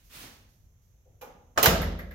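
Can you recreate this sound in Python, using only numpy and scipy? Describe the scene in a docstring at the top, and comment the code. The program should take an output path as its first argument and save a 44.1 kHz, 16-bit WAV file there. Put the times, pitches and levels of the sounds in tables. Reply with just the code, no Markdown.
"""Car door slammed in a workshop

A sleeve or shoe slides with a soft swish; a heavy old car door knocks lightly, then slams.
The latch catches in two stages; the impacts excite the modes of the steel skin and the cabin booms.
A loose part inside the door rattles three times while the reverberation dies away over a low hum.
Distinct modes are damped sinusoids; densely packed modes are decaying bands of noise."""
import sys
import numpy as np
from scipy import signal
from scipy.fft import rfft, irfft, next_fast_len
from scipy.io import wavfile

SR = 44100
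rng = np.random.default_rng(int(sys.argv[2]) if len(sys.argv) > 2 else 0)


def log_audio(samples):
    """Write samples as a 16-bit WAV file to the path given in sys.argv[1]."""
    # one column per channel
    frames = np.atleast_2d(samples).T
    # limit to full scale, then quantise
    limited = np.clip(frames, -1, 1)
    pcm = np.round(limited * 32767).astype(np.int16)
    wavfile.write(sys.argv[1], SR, pcm)


N = 94682
T = np.arange(N) / SR
N_FFT = next_fast_len(N)
FREQS = np.maximum(np.fft.rfftfreq(N_FFT, 1 / SR), 1)


def undb(db):
    """Amplitude ratio of a level in decibels."""
    return 10 ** (np.asarray(db) / 20)


def at(table, hz):
    """Interpolation on a logarithmic frequency axis."""
    f, value = np.array(table, float).T
    return np.interp(np.log(hz), np.log(f), value)


def hits_of(table, column):
    """The (t/s, level/dB) pairs of one column of an event table."""
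    return [(row[0], row[column]) for row in table]


def decay(start, attack_s, t60):
    """Damping: after its rise, the amplitude falls 60 dB in t60 seconds."""
    age = np.maximum(T - start, 0)
    return -np.expm1(-age / attack_s) * np.exp(-np.log(1000) * age / t60)


def hit_power(hits, attack_s, t60):
    """Incoherent addition: the powers of (t/s, level/dB) impacts sum."""
    return sum((undb(db) * decay(start, attack_s, t60)) ** 2 for start, db in hits)


# likeness of the two channels: f/Hz, coherence (0-1)
COHERENCE = [(100, 0.93), (250, 0.86), (500, 0.72), (1000, 0.05), (2000, 0), (5000, .02)]
def noise(spectrum):
    """Partial coherence: stereo noise of unit rms, alike in the bass and unrelated in the treble."""
    mid, side = rfft(rng.standard_normal((2, N_FFT)))
    coherence = at(COHERENCE, FREQS)
    pair = mid * np.sqrt(1 + coherence) + np.array([[1], [-1]]) * side * np.sqrt(1 - coherence)
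    shaped = irfft(pair * undb(at(spectrum, FREQS)))[:, :N]
    return shaped / np.std(shaped)


def resonances(spread_db=2.68, width_hz=22):
    """Modal overlap: the steel's many small resonances ripple the spectrum, less so in the bass."""
    grid = np.arange(0, SR / 2, width_hz)
    peaks = np.interp(FREQS, grid, rng.standard_normal(len(grid)))
    gain = undb(spread_db * peaks * np.clip(FREQS / 600, 0, 1))
    return gain / np.sqrt(np.mean(gain ** 2))


# reverberation time of the workshop: f/Hz, T60/s
ROOM_T60 = [(60, 1.6), (170, 1.26), (400, 0.82), (900, 0.68), (2000, 0.56), (4000, 0.65), (8000, 0.4),
            (14000, 0.23)]
def burst(hits, spectrum, attack_s, t60, room_db):
    """Reverberation: impacts ring as noise, and the room stores their energy, octave by octave."""
    direct = hit_power(hits, attack_s, t60)
    reflected = np.interp(T - 0.0031, T, direct)  # delay of the first wall reflections
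    carrier = rfft(noise(spectrum), N_FFT) * resonances()
    octave = np.clip(np.log2(FREQS / 55), 0, 8)
    out = 0
    for k in range(9):
        band = irfft(carrier * np.maximum(1 - abs(octave - k), 0))[:, :N]
        retained = np.exp(-np.log(1e6) / (SR * at(ROOM_T60, 55 * 2 ** k)))
        tail = signal.lfilter([np.log(1e6) / (SR * t60)], [1, -retained], reflected)
        out = out + band * np.sqrt(direct + tail * undb(room_db) ** 2)
    return out


def ring(hits, modes, attack_s):
    """Free vibration: struck modes decay, the higher ones out of phase between the channels."""
    out = 0
    for hz, db, t60 in modes:
        envelope = undb(db) * np.sqrt(hit_power(hits, attack_s, t60))
        offset = np.arccos(at(COHERENCE, hz)) * rng.choice([-1, 1]) / 2
        phase = 2 * np.pi * (hz * T + rng.random())
        out = out + envelope * np.sin(phase + np.array([[offset], [-offset]]))
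    return out


# spectrum of the workshop's background: f/Hz, relative level/dB
HUM_SPECTRUM = [(25, 1), (101, -2.5), (289, -28), (495, -28), (1020, -35), (1750, -37.5), (3530, -41),
                (4870, -47), (6210, -30), (7300, -38.5), (8810, -54), (11800, -36.5), (15500, -43)]
def hum():
    """Stationary noise: energy gathered in the bass is heard as a low hum."""
    return noise(HUM_SPECTRUM) * undb(-58)


# handling noises: t/s, level/dB
RUSTLES = [(.035, -61.5), (.48, -67.5), (.81, -73)]
# their spectrum: f/Hz, relative level/dB
RUSTLE_SPECTRUM = [(2000, -9.5), (6000, 2.5), (9000, -9), (12500, 4), (16000, -5)]
def rustles():
    """Friction noise: handling gives faint, slowly fading treble."""
    return burst(RUSTLES, RUSTLE_SPECTRUM, attack_s=0.011, t60=0.87, room_db=-10)


# bumps of the door's body: t/s, level/dB
BUMPS = [(.235, -46.5), (1.262, -51), (1.35, -53.5)]
# their spectrum: f/Hz, relative level/dB
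BUMP_SPECTRUM = [(60, -23), (130, -4), (250, 0), (420, -9), (900, -8), (3000, -50)]
def bumps():
    """Damped impacts: the door's body answers dully, mostly at low frequencies."""
    return burst(BUMPS, BUMP_SPECTRUM, attack_s=0.0022, t60=0.16, room_db=-10.5)


# spectrum of the rub: f/Hz, relative level/dB
SWISH_SPECTRUM = [(70, -25), (110, -7.5), (228, -5), (576, -14), (1230, -9), (2690, -6.5), (8060, -14),
                  (15500, -13.5)]
def swish(start_s=0.092, rise_s=0.067, release_s=0.23, fall_s=0.082):
    """Sliding friction: a broadband rub of a sleeve or shoe lingers in the room."""
    swell = np.clip((T - start_s) / rise_s, 0, 1) * np.exp(-np.maximum(T - release_s, 0) / fall_s)
    lead_in = undb(-20) * np.clip(1 - T / release_s, 0, 1)
    tail_spectrum = [(150, -4), (1100, 2), (2800, -0.5), (6500, -1), (9000, -35)]
    tail = burst([(0.2, -50)], tail_spectrum, attack_s=0.009, t60=0.41, room_db=3)
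    return noise(SWISH_SPECTRUM) * undb(-45.5) * (swell + lead_in) + tail


# spectra of the touch, knock and click: f/Hz, relative level/dB
TOUCH_SPECTRUM = [(300, -6.5), (490, 2), (850, -9.5), (1400, -39)]
KNOCK_SPECTRUM = [(100, -22), (340, -14.5), (490, 1), (650, -8), (820, 0.5), (1050, -6.5), (1300, -8.5),
                  (2000, -22.5), (5000, -55)]
CLICK_SPECTRUM = [(600, -33), (1400, -2.5), (2500, -3), (4500, -12), (6500, -5.5), (8500, -19.5),
                  (11000, -9.5), (13000, -0.5), (16000, -15.5)]
# modes of the knocked door: f/Hz, relative level/dB, T60/s
KNOCK_MODES = [(247, -16, 1.5), (461, 0.5, 0.4), (512, 4.5, .3), (830, 0.5, 0.33), (877, 0, 0.26),
               (1114, -7, 0.41), (1387, -6, 0.37), (2400, -4, 0.24)]
def knock(touch_s=1.054, knock_s=1.2115):
    """Weak modal excitation: a dull touch, then a light, hollow knock with a small click."""
    touch_hit, knock_hit = [(touch_s, -58)], [(knock_s, -45.5)]
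    touch = burst(touch_hit, TOUCH_SPECTRUM, attack_s=0.022, t60=0.2, room_db=-2)
    touch += ring(touch_hit, [(508, 2.8, 0.23)], attack_s=0.014)
    hollow = burst(knock_hit, KNOCK_SPECTRUM, attack_s=0.0074, t60=0.46, room_db=-4.5)
    hollow += ring(knock_hit, KNOCK_MODES, attack_s=0.0093) * undb(-2.5)
    click = burst([(knock_s, -44)], CLICK_SPECTRUM, attack_s=0.0028, t60=0.12, room_db=-6)
    return touch + hollow + click


# bounces of the loose part: t/s, clack level/dB, tick level/dB
BOUNCES = [(1.816, -28, -35.5), (1.9875, -36, -47.5), (2.1075, -42.5, -55)]
# spectra of its clack and tick: f/Hz, relative level/dB
CLACK_SPECTRUM = [(200, -25), (550, 4.5), (900, -12.5), (1400, -4), (1700, 1), (2050, 1), (2500, -14),
                  (3800, -17.5), (7000, -28), (9000, -40)]
TICK_SPECTRUM = [(3000, -33), (9500, -21), (11000, -8), (12400, 1.5), (13600, -8), (14400, -13),
                 (16000, -18)]
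def rattle():
    """Inelastic collisions: a loose part in the door bounces, sooner and weaker each time."""
    clack = burst(hits_of(BOUNCES, 1), CLACK_SPECTRUM, attack_s=0.0045, t60=0.16, room_db=-11.5)
    tick = burst(hits_of(BOUNCES, 2), TICK_SPECTRUM, attack_s=0.0018, t60=0.1, room_db=-11)
    return clack + tick


# thuds as the door seats and settles: t/s, thud level/dB, mode drive level/dB
THUDS = [(1.666, -26, -2), (1.716, -26, -12), (1.797, -48, -3.5)]
# their spectrum: f/Hz, relative level/dB
THUD_SPECTRUM = [(28, -38), (44, -9), (70, -2), (120, -13.5), (165, -3.5), (250, -10), (500, -15),
                 (1500, -50)]
# low modes of the cabin and body: f/Hz, level/dB, T60/s, rise time/s
CABIN_MODES = [(48.36, -17, 0.75, 0.073), (72.2, -21.5, 0.85, 0.011), (84.34, -27, 0.71, 0.014),
               (155.8, -21, 0.23, 0.01), (172.35, -27, .8, .013), (200.8, -33.5, 0.99, 0.014),
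               (248.4, -29.5, 0.7, 0.033)]
def cabin(push_s=1.6825, push_width_s=0.0016):
    """Cavity and body resonance: the seating door pushes a pulse of air and sets low modes booming."""
    boom = sum(undb(db + drive_db) * decay(start, rise_s, t60) * np.sin(2 * np.pi * hz * (T - start))
               for start, _, drive_db in THUDS for hz, db, t60, rise_s in CABIN_MODES)
    u = (T - push_s) / push_width_s
    push = -u * np.exp((1 - u ** 2) / 2) * undb(-17)  # compression, then rarefaction
    thuds = burst(hits_of(THUDS, 1), THUD_SPECTRUM, attack_s=0.0051, t60=0.18, room_db=-7)
    return boom + push + thuds


# blows of the slam: t/s, skin level/dB, latch level/dB, relative ping level/dB
BLOWS = [(1.5752, -21, -23, -39), (1.5835, -22.5, -32, -35.5), (1.6285, -22, -18, -16),
         (1.641, -19, -23, -22), (1.6575, -23, -15.5, -17.5), (1.667, -20, -26, -35)]
# the latch's two catches on the striker: t/s, level/dB
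CATCHES = [(1.5758, -15), (1.6583, -11)]
# spectra of the door skin, latch clank, latch crack and steel ping: f/Hz, relative level/dB
SKIN_SPECTRUM = [(25, -44), (60, -4.5), (130, -8), (280, -6), (450, -1), (620, -1), (760, 0), (1000, -5.5),
                 (1350, -3.5), (1900, -12.5), (3000, -24), (8000, -32.5)]
CLANK_SPECTRUM = [(300, -18.5), (800, -17), (1280, -2.5), (1700, 7.5), (2200, -14), (5000, -33.5),
                  (9000, -50)]
CRACK_SPECTRUM = [(300, -20), (1000, 2.5), (1900, 1), (2900, 2.5), (4200, -0.5), (7100, -1), (7900, -11),
                  (10500, -15.5), (16000, -27)]
PING_SPECTRUM = [(3000, -48), (9500, -13), (11200, -5.5), (12500, 1), (13500, 3), (14300, -1), (16000, -6)]
# modes of the door skin and the latch steel: f/Hz, relative level/dB, T60/s
SKIN_MODES = [(355, -11, 1), (414.7, -6.5, 0.97), (462.5, -3, 0.64), (492.3, -6.5, 0.55),
              (567.7, -4.5, 0.85), (701, -2.5, 0.68), (751, -14, 0.42), (872.6, -1, 0.5), (1084, -10, 0.42),
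              (1320, -3, 0.29), (1335, -1, 0.24)]
LATCH_MODES = [(1897, -5, 0.45), (2056, -3, .45), (2540, -1, 0.4), (2920, 8.5, 0.12), (3210, -16, 0.21),
               (4900, -12, 0.55)]
# hollow notes of different spots on the panel: t/s, f/Hz, level/dB, T60/s
PANEL_NOTES = [(1.575, 1268, -19.5, 0.12), (1.634, 440.5, -20, 0.097), (1.637, 749, -16.5, 0.051)]
def slam(seal_s=1.559):
    """Impulsive excitation: the seal brushes the frame, then quick blows ring the skin and latch."""
    skin, latch, steel = (hits_of(BLOWS, column) for column in (1, 2, 3))
    seal = burst([(seal_s, -42.5)], SKIN_SPECTRUM, attack_s=0.006, t60=0.4, room_db=-13)
    clang = burst(skin, SKIN_SPECTRUM, attack_s=0.00039, t60=0.078, room_db=-8.5)
    clang += ring(skin, SKIN_MODES, attack_s=0.0022) * undb(-15)
    notes = sum(ring([(start, db)], [(hz, 0, t60)], attack_s=0.0015)
                for start, hz, db, t60 in PANEL_NOTES)
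    clank = burst(CATCHES, CLANK_SPECTRUM, attack_s=0.00037, t60=0.035, room_db=-20.5)
    crack = burst(latch, CRACK_SPECTRUM, attack_s=0.00099, t60=0.12, room_db=-10.5)
    crack += ring(latch, LATCH_MODES, attack_s=0.00073) * undb(-19)
    ping = burst(steel, PING_SPECTRUM, attack_s=0.00045, t60=0.13, room_db=-6) * undb(-2.5)
    snap = burst(steel, PING_SPECTRUM, attack_s=0.00027, t60=0.017, room_db=-40) * undb(8)
    return seal + clang + notes + clank + crack + ping + snap


def scene():
    """Superposition: the brief sounds add to the workshop's hum."""
    return rustles() + bumps() + slam() + cabin() + rattle() + knock() + swish() + hum()


# balance of the microphones: f/Hz, left minus right level/dB
BALANCE = [(400, 0), (1200, -2), (2400, -0.5), (4400, -4.5), (9000, -4.5), (12500, -7), (16000, -16)]
def record(dry, low_cut_hz=24.4, high_cut_hz=15800):
    """Frequency response: the right microphone takes more treble; deepest bass and top are cut."""
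    tilt = undb(np.array([[1], [-1]]) * at(BALANCE, FREQS) / 2)
    tilt /= np.sqrt(np.mean(tilt ** 2, axis=0))  # constant total power
    low_cut = 1 / (1 + (low_cut_hz / FREQS) ** 6)
    balanced = irfft(rfft(dry, N_FFT) * tilt * low_cut)[:, :N]
    return signal.sosfilt(signal.ellip(10, 0.2, 80, high_cut_hz, fs=SR, output="sos"), balanced)


dry = scene()
out = record(dry)
log_audio(out)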